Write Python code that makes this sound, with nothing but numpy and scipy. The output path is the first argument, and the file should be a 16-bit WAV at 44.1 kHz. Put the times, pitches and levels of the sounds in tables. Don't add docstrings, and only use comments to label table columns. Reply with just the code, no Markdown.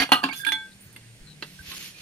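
import sys
import numpy as np
from scipy import signal
from scipy.fft import rfft, irfft, next_fast_len
from scipy.io import wavfile
from scipy.ndimage import uniform_filter1d

SR = 44100
rng = np.random.default_rng(int(sys.argv[2]) if len(sys.argv) > 2 else 0)


def master_out(mix):
    frames = np.transpose(np.atleast_2d(mix))
    ceiling = np.clip(frames, -1, 1)
    pcm = np.round(ceiling * 32767).astype(np.int16)
    wavfile.write(sys.argv[1], SR, pcm)


def level_to_linear(level):
    exponent = np.asarray(level, float) / 20
    return 10 ** exponent


N = 88949

# [f/Hz, level/dB, T60/s]
CLUSTER_MODES = [(273, 0, 0.14), (725, -6.5, 0.125), (1652, 2.5, 0.093), (1870, -3, 0.11),
                 (2126, 1.5, 0.068), (2435, -6, 0.16), (2827, -12, 0.2), (4170, -8, 0.11), (4584, -2, .15),
                 (5580, -11, 0.14), (6340, -15, 0.13), (9900, -18.5, 0.13), (10560, -19, .12),
                 (13140, -25.5, .12)]
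CASING_MODES = [(272, 0.5, 0.073), (555, -1.5, 0.068), (756, -1.5, 0.076), (833, 5, 0.055),
                (957, -5.5, 0.055), (1065, -4.5, .1), (1210, -18.5, 0.83), (1248, -4.5, .1),
                (1590, -7, 0.14), (1952, -5, 0.076), (2783, 0, 0.065), (2863, -0.5, 0.14), (3000, -8, 0.12),
                (3425, -14.5, 0.15)]
RIB_MODES = [(2400, -4, 0.038), (3220, -13, 0.12), (4258, -7.5, 0.1), (4660, -10, 0.048),
             (6110, -19.5, 0.089), (7000, -42, 0.18), (8371, -31.5, 0.25), (9620, -26.5, 0.13),
             (10100, -23.5, 0.13), (11700, -26.5, 0.07), (13170, -24.5, 0.078)]
GEAR_MODES = [(269.5, -3, .13), (724, -0.5, 0.034), (862, -3.5, 0.08), (1073, -2.5, 0.073),
              (1648, 5.5, 0.025), (2717, -3.5, 0.077), (4585, -9, 0.037)]
SPLINE_MODES = [(285.5, -21, 0.85), (894, -16.5, 0.27), (1614, 1.5, 0.14), (2385, -15.5, 0.13),
                (2740, -15.5, 0.073), (3448, -7.5, 1), (3940, -16.5, 0.088), (4370, -17.5, 0.073),
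                (8040, -21, 0.23), (9800, -13.5, 0.2), (10250, -20, 0.089), (13150, -29, 0.25)]
SHAFT_MODES = [(870, -18, 0.29), (1570, -11, 0.73), (2040, 0, 0.023), (2229, -19, 0.42),
               (2340, -2.5, 0.021), (3610, -14, 0.086), (3438, -2.5, 0.28), (4160, -26, 0.24),
               (4226, -19, 0.16), (5600, -16, 0.08), (6470, -10, 0.041), (8430, -17, 0.17),
               (10400, -22, 0.15), (13300, -28.5, 0.1)]
BLOCK_MODES = [(319.5, 2, 0.04), (583, -7, 0.081), (901, -8, 0.052), (1585, -2.5, 0.055),
               (1723, -2.5, 0.05), (1952, 7.5, 0.022), (2715, 9, 0.061), (3340, 2, 0.052),
               (3500, -5, 0.063), (4120, 0, 0.048), (4417, -0.5, 0.037), (4650, 2.5, .05)]
WASHER_MODES = [(8600, 3, 0.042), (9520, 4, 0.066), (11100, 0, 0.07), (12000, -5, 0.15), (12900, -9, .05)]
# [t/s, ring level/dB, clatter level/dB, clatter T60/s, hardness/(dB per octave)]
CLUSTER_BLOWS = [
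    (0, -25, -19.5, 0.45, 0.5),
    (.018, -27, -17, 0.24, -1),
]
CASING_BLOWS = [
    (.09, -46, -36, .08, 0),
    (.1188, -17, -8, .115, 0),
]
GEAR_BLOWS = [
    (.231, -35.5, -33.5, 0.087, 8),
    (0.2374, -21.5, -19, 0.15, 0.5),
    (0.2875, -34, -26.5, 0.062, -1.5),
    (0.328, -47, -28, 0.14, 5),
]
SPLINE_BLOWS = [
    (0.4487, -38, -22, .04, 6),
    (.4655, -22, -26, 0.11, 3),
    (.488, -27, -27, 0.08, 3),
]
SHAFT_BLOWS = [
    (.5195, -21, -17, .045, 2),
]
BLOCK_BLOWS = [
    (0.962, -57.5, -42.5, 0.089, 0),
    (1.4239, -40, -24.5, 0.059, -0.44),
    (1.716, -55.5, -35, 0.31, 0.46),
]
WASHER_BLOWS = [
    (0.756, -74, -84, .03, 6),
    (.927, -58, -67, 0.044, 7.1),
    (.961, -56.5, -66.5, .04, 6.8),
]
# [t/s], in the order cluster, casing, gears, splines, shaft, block, washer
LAST_FREE_S = [0.021, 0.16, 0.052, 0.066, 0.14, 0.029, 0.03]
PARTNER_STRENGTH = [1.5, 2.2, 1.5, .6, .3, 2, 1]
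# [t/s, f/Hz, level/dB, T60/s, free ringing/s]
PINGS = [(0.29, 2229, -35, 0.26, 0.028), (0.312, 4550, -39, 0.15, 0.015), (0.341, 3445, -46, 1, 0.19),
         (0.394, 1640, -37.5, 0.19, 0.026), (0.435, 1590, -34, 0.2, 0.0097),
         (0.449, 2380, -16.5, 0.015, .02), (0.307, 1581, -43, 0.39, 0.063), (.409, 3500, -41, 0.091, 0.016),
         (0.418, 1600, -43, 0.36, 0.051), (0.324, 2400, -28, 0.029, .02), (0.961, 2080, -40, 0.034, .015),
         (0.961, 2684, -47, .04, .015), (1.589, 1554, -44.5, 0.42, 0.022), (1.71, 1075, -49.5, 0.25, .03),
         (1.944, 2435, -54, 0.89, 0.096)]
# [t/s, f/Hz, level/dB, T60/s, free ringing/s]
GLINTS = [
    (0.793, 15500, -68.5, 2, .09),
    (0.799, 9380, -43.5, 0.29, 0.023),
    (0.798, 13300, -66, .6, .06),
    (0.812, 13670, -62, 1, 0.055),
    (0.817, 11600, -62, 1, 0.064),
    (0.848, 6370, -63.5, 0.91, .06),
]
# [f/Hz, level/dB per Hz]
CLATTER_SPECTRUM = [(150, -10), (300, -5.5), (900, -4.5), (2900, 2.5), (4650, -9.5), (5100, -4),
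                    (11500, -22), (15000, -41)]
GRIT_SPECTRUM = [(180, -6), (300, -2.5), (732, -17), (2700, 1.5), (6570, -4.5), (8150, -19.5), (12100, -9),
                 (15500, -43)]
SLIDE_SPECTRUM = [(3000, -72), (5200, -8.5), (7800, -2), (10500, 0.5), (14300, -11.5), (15500, -20)]
# [f/Hz, width/Hz, level/dB]
SLIDE_BANDS = [(4830, 250, 21.5), (5950, 130, 8), (9830, 640, 11), (11600, 580, 9.5), (14200, 450, 11)]
# [start t/s, peak t/s, end t/s, level/dB, brightness/(0-1)]
STROKES = [
    (0.322, 0.387, 0.45, -42.5, 0.68),
    (1.348, 1.48, 2.2, -53, 0.36),
    (1.61, 1.719, 1.728, -42.5, 0.14),
    (1.676, 1.796, 1.783, -39, 0.39),
    (1.759, 1.819, 1.963, -40, 0.29),
    (1.902, 2.025, 2.23, -48.5, .1),
]
# [t/s, f/Hz, level/dB, length/s]
THUMPS = [
    (0, 46, -41, 0.021),
    (0.116, 60, -60, 0.033),
    (0.851, 119, -49, 0.029),
    (1.193, 25.8, -49, 0.058),
    (1.593, 77, -46, 0.031),
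    (1.671, 83, -48, 0.03),
]
# [t/s, load/(0-1)]
FIRING_RATE = [(0, 37.61), (.9, 39.14), (1.35, 37.6), (1.6, 36.27), (2.02, 35.68)]
ENGINE_LOAD = [(0, 0.9), (1.15, 0.05), (1.27, 1), (2.02, 0.41)]
# [multiple of firing rate, coasting level/dB, loaded level/dB]
ENGINE_ORDERS = [(3, -54, -79), (4, -82.5, -50.5), (5, -66, -58)]
# [f/Hz, level/dB per Hz]
YARD_SPECTRUM = [(12, -75.5), (20, -24.5), (140, -15.5), (1270, -38), (1580, -30), (6190, -34.5),
                 (8410, -23), (15500, -54)]
# [t/s, length/s, start f/Hz, end f/Hz, level/dB]
CHIRPS = [
    (0.71, 0.027, 4000, 3820, -52),
    (1.256, 0.099, 4145, 3860, -51),
]
# [f/Hz, level/dB]
NEAR_SIDE = [(60, -2), (240, -19.5), (950, -4), (3770, 0), (15000, 0.5)]
FAR_SIDE = [(60, -10), (380, -9.5), (2380, 1), (15000, -1)]
# [f/Hz, level/dB]
NEAR_PAN = [(60, -5), (380, 1), (2380, -4.5), (15000, -9)]
FAR_PAN = [(60, -10), (380, -2), (2380, -2), (15000, -4.5)]
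# [f/Hz, width/Hz, level/dB]
MICROPHONE_HUMPS = [(4327, 190, 3.5), (8820, 2760, -7), (7760, 313, -8.5)]

NEAR_LIKENESS, FAR_LIKENESS = 0.6, 0.45
ROOM_T60_S, ROOM_DB = 0.18, -13
DAMP_DB = 32.5
RING_RISE_S, PING_RISE_S, GLINT_RISE_S = 0.0012, 0.004, 0.013
PARTNER_SPREAD, FULL_SPLIT_HZ = 0.01, 8000
RATTLE_DB, RATTLE_S = 2.2, 0.006
CLATTER_TILT, TICK_DB, TICK_S = 0.13, 3, 0.0005
GRAINS_PER_S, GRAIN_SPREAD_DB = 5000, 1.6
SLIDE_ENDS_S = 0.5
ORDER_WIDTH_HZ = 5
YARD_DB = -52.5


def evened(x):
    return x / np.sqrt(np.mean(x ** 2) + 1e-20)


def read(points, hz):
    f, value = np.transpose(points)
    return np.interp(np.log(hz + 1), np.log(f + 1), value)


def add(mix, s, sound):
    section = mix[max(round(s * SR), 0):][:len(sound)]
    section += sound[:len(section)]


def coloured(x, spectrum, tilt_db=0):
    hz = np.fft.rfftfreq(len(x), 1 / SR)
    gain = level_to_linear(read(spectrum, hz) + tilt_db * np.log2(hz + 20))
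    return evened(irfft(rfft(x) * gain, len(x)))


def tail(x, t60, start):
    t = np.arange(round(0.3 * SR)) / SR
    signs = rng.choice([-1., 1.], len(t))
    present = (rng.random(len(t)) < 0.05) * (t >= start)
    taps = signs * present * level_to_linear(-60 * t / t60)
    return signal.fftconvolve(x, taps / np.linalg.norm(taps))[:N]


def ports(x, scattered, side, pan, like):
    size = next_fast_len(N)
    hz = np.fft.rfftfreq(size, 1 / SR)
    side_gain = level_to_linear(read(side, hz))
    balance = level_to_linear(2 * read(pan, hz))
    lean = (1 + side_gain ** 2) / (2 * side_gain * like) * (balance - 1) / (balance + 1)
    lean = np.clip(lean, -1, 1)
    turn = lean + 1j * np.sqrt(1 - lean ** 2)
    coherent = like * turn * rfft(x, size)
    incoherent = np.sqrt(1 - like ** 2) * rfft(scattered, size)
    diff = irfft(side_gain * (coherent + incoherent), size)[:N]
    return np.array([x + diff, x - diff])


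def contact_damping(t, free_s):
    return -DAMP_DB / free_s * np.maximum(t - free_s, 0)


def ring(modes, db, free_s, rise_s, split=1):
    t = np.arange(round(0.35 * SR)) / SR
    hz, mode_db, t60 = np.transpose(modes)[:, :, None]

    def tone(spread):
        detuned = hz * (1 + spread * rng.uniform(-1.14, 1, hz.shape))
        return np.sin(2 * np.pi * (detuned * t + rng.random(hz.shape)))

    partner_gain = split * np.minimum(hz / FULL_SPLIT_HZ, 1) ** 3
    group = tone(0) + partner_gain * (tone(PARTNER_SPREAD) + tone(2 * PARTNER_SPREAD))
    shaking = rng.standard_normal(group.shape)
    rattle = evened(uniform_filter1d(shaking, size=round(RATTLE_S * SR), axis=1))
    decay_db = mode_db - 60 * t / np.clip(t60, 0.01, 2)
    tones = group * level_to_linear(decay_db + split * RATTLE_DB * rattle)
    rise = np.minimum(t / rise_s, 1)
    return np.sqrt(2) * tones.sum(0) * rise * level_to_linear(db + contact_damping(t, free_s))


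def clatter(db, t60, hard_db, free_s):
    t = np.arange(8192) / SR
    noise = coloured(rng.standard_normal(len(t)), CLATTER_SPECTRUM, hard_db)
    out = 0
    for lo, hi in [(150, 600), (600, 2000), (2000, 5500), (5500, 20000)]:
        band_filter = signal.butter(2, [lo, hi], "bandpass", fs=SR, output="sos")
        centre_hz = np.sqrt(lo * hi)
        band_t60 = max(t60, 0.01) * (1000 / centre_hz) ** CLATTER_TILT
        out = out + signal.sosfilt(band_filter, noise) * level_to_linear(-60 * t / band_t60)
    tick_db = TICK_DB * np.exp(-t / TICK_S)
    rise = np.minimum(t / RING_RISE_S, 1)
    return out * rise * level_to_linear(db + tick_db + contact_damping(t, free_s))


def part(modes, blows, last_free_s, split):
    out = np.zeros(N)
    starts = [blow[0] for blow in blows]
    free_times = [*np.diff(starts), last_free_s]
    for (s, ring_db, clatter_db, t60, hard_db), free_s in zip(blows, free_times):
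        add(out, s, ring(modes, ring_db, free_s, RING_RISE_S, split))
        add(out, s, clatter(clatter_db, t60, hard_db, free_s))
    return out


def pings(out):
    for s, hz, db, t60, free_s in PINGS:
        modes = [(hz, 0, t60), (1.04 * hz, -7, t60 / 2)]
        add(out, s, ring(modes, db, free_s, min(PING_RISE_S, t60 / 20), split=0.5))


def glints(out):
    for s, hz, db, t60, free_s in GLINTS:
        add(out, s, ring([(hz, 0, t60)], db, free_s, GLINT_RISE_S, split=0))


def metal():
    modes = [CLUSTER_MODES, CASING_MODES + RIB_MODES, GEAR_MODES, SPLINE_MODES, SHAFT_MODES, BLOCK_MODES,
             WASHER_MODES]
    blows = [CLUSTER_BLOWS, CASING_BLOWS, GEAR_BLOWS, SPLINE_BLOWS, SHAFT_BLOWS, BLOCK_BLOWS, WASHER_BLOWS]
    parts = [part(*row) for row in zip(modes, blows, LAST_FREE_S, PARTNER_STRENGTH)]
    pings(parts[3])
    glints(parts[6])
    parts = signal.sosfilt(signal.butter(2, 150, "high", fs=SR, output="sos"), parts)
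    wet = [x + level_to_linear(ROOM_DB) * tail(x, ROOM_T60_S, 0.01) for x in parts]
    return sum(ports(x, tail(x, 0.04, 0), NEAR_SIDE, NEAR_PAN, NEAR_LIKENESS) for x in wet)


def thumps():
    out = np.zeros(N)
    for s, hz, db, length in THUMPS:
        t = np.arange(0, length, 1 / SR)
        push = np.sin(np.pi * t / length) ** 2
        add(out, s, 2 * level_to_linear(db) * push * np.sin(2 * np.pi * hz * t))
    return out


def engine():
    t = np.arange(N) / SR
    turns = np.cumsum(np.interp(t, *np.transpose(FIRING_RATE))) / SR
    load = np.interp(t, *np.transpose(ENGINE_LOAD))
    pole = np.exp(-np.pi * ORDER_WIDTH_HZ / SR)
    out = 0
    for multiple, idle_db, load_db in ENGINE_ORDERS:
        drift = evened(signal.lfilter([1], [1, -pole], rng.standard_normal(N)))
        level = np.sqrt(2) * level_to_linear(idle_db + (load_db - idle_db) * load)
        tone = np.sin(2 * np.pi * (multiple * turns + rng.random()))
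        out = out + level * (1 + 0.45 * drift) * tone
    return out


def yard():
    frames, hz = N // 256 + 5, np.fft.rfftfreq(1024, 1 / SR)
    real, imaginary, patches = rng.standard_normal((frames, 513, 3)).T
    patches = evened(uniform_filter1d(uniform_filter1d(patches, 14, 0), 14, 1))
    level_db = read(YARD_SPECTRUM, hz)[:, None] + 1.5 * patches
    z = (real + 1j * imaginary) * level_to_linear(level_db)
    noise = signal.istft(z, nperseg=1024, noverlap=768)[1][:N]
    return level_to_linear(YARD_DB) * evened(noise)


def slide(grains):
    hz, frame_s, z = signal.stft(coloured(grains, SLIDE_SPECTRUM), SR, nperseg=256)
    patches = uniform_filter1d(rng.standard_normal(z.shape), size=5, axis=0)
    patches = evened(uniform_filter1d(patches, size=8, axis=1))
    bands_db = sum(db * np.exp(-((hz - f) / w) ** 2) for f, w, db in SLIDE_BANDS)
    bands_db = bands_db[:, None] * (frame_s < SLIDE_ENDS_S)
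    return signal.istft(z * level_to_linear(5.5 * patches + bands_db), nperseg=256)[1][:N]


def scrapes():
    t = np.arange(N) / SR
    noise = rng.standard_normal(N)
    size_db = GRAIN_SPREAD_DB * np.minimum(rng.exponential(1, N), 3)
    catches = rng.random(N) < GRAINS_PER_S / SR
    grains = noise * level_to_linear(size_db) * (0.66 + catches)
    dull, bright = coloured(grains, GRIT_SPECTRUM), slide(grains)
    out = 0
    for start, peak, end, db, shine in STROKES:
        arch = np.sin(np.pi / 2 * np.interp(t, [start, peak, end], [0, 1, 0])) ** 2
        shine = np.clip(shine, 0, 1)
        out = out + level_to_linear(db) * arch * ((1 - shine) * dull + shine * bright)
    return out


def bird():
    out = np.zeros(N)
    for s, length, hz0, hz1, db in CHIRPS:
        t = np.arange(0, length, 1 / SR)
        blur = 0.5 + evened(uniform_filter1d(rng.standard_normal(8192), 140))[:len(t)]
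        cycles = hz0 * t + (hz1 - hz0) * t ** 2 / (2 * length)
        add(out, s, level_to_linear(db) * blur * np.sin(np.pi * t / length) * np.sin(2 * np.pi * cycles))
    return out


def scene():
    low = thumps() + bird() + engine()
    near = metal()
    direct = low + scrapes() + yard()
    scattered = low + scrapes() + yard()
    return near + ports(direct, scattered, FAR_SIDE, FAR_PAN, FAR_LIKENESS)


def roll_off(x):
    return signal.sosfilt(signal.butter(12, 15660, fs=SR, output="sos"), x)


def record(dry):
    hz = np.fft.rfftfreq(N, 1 / SR)
    colour_db = sum(db * np.exp(-((hz - f) / w) ** 2) for f, w, db in MICROPHONE_HUMPS)
    heard = irfft(rfft(dry, axis=1) * level_to_linear(colour_db), N, axis=1)
    return roll_off(np.tanh(heard))


dry = scene()
out = record(dry)
master_out(out)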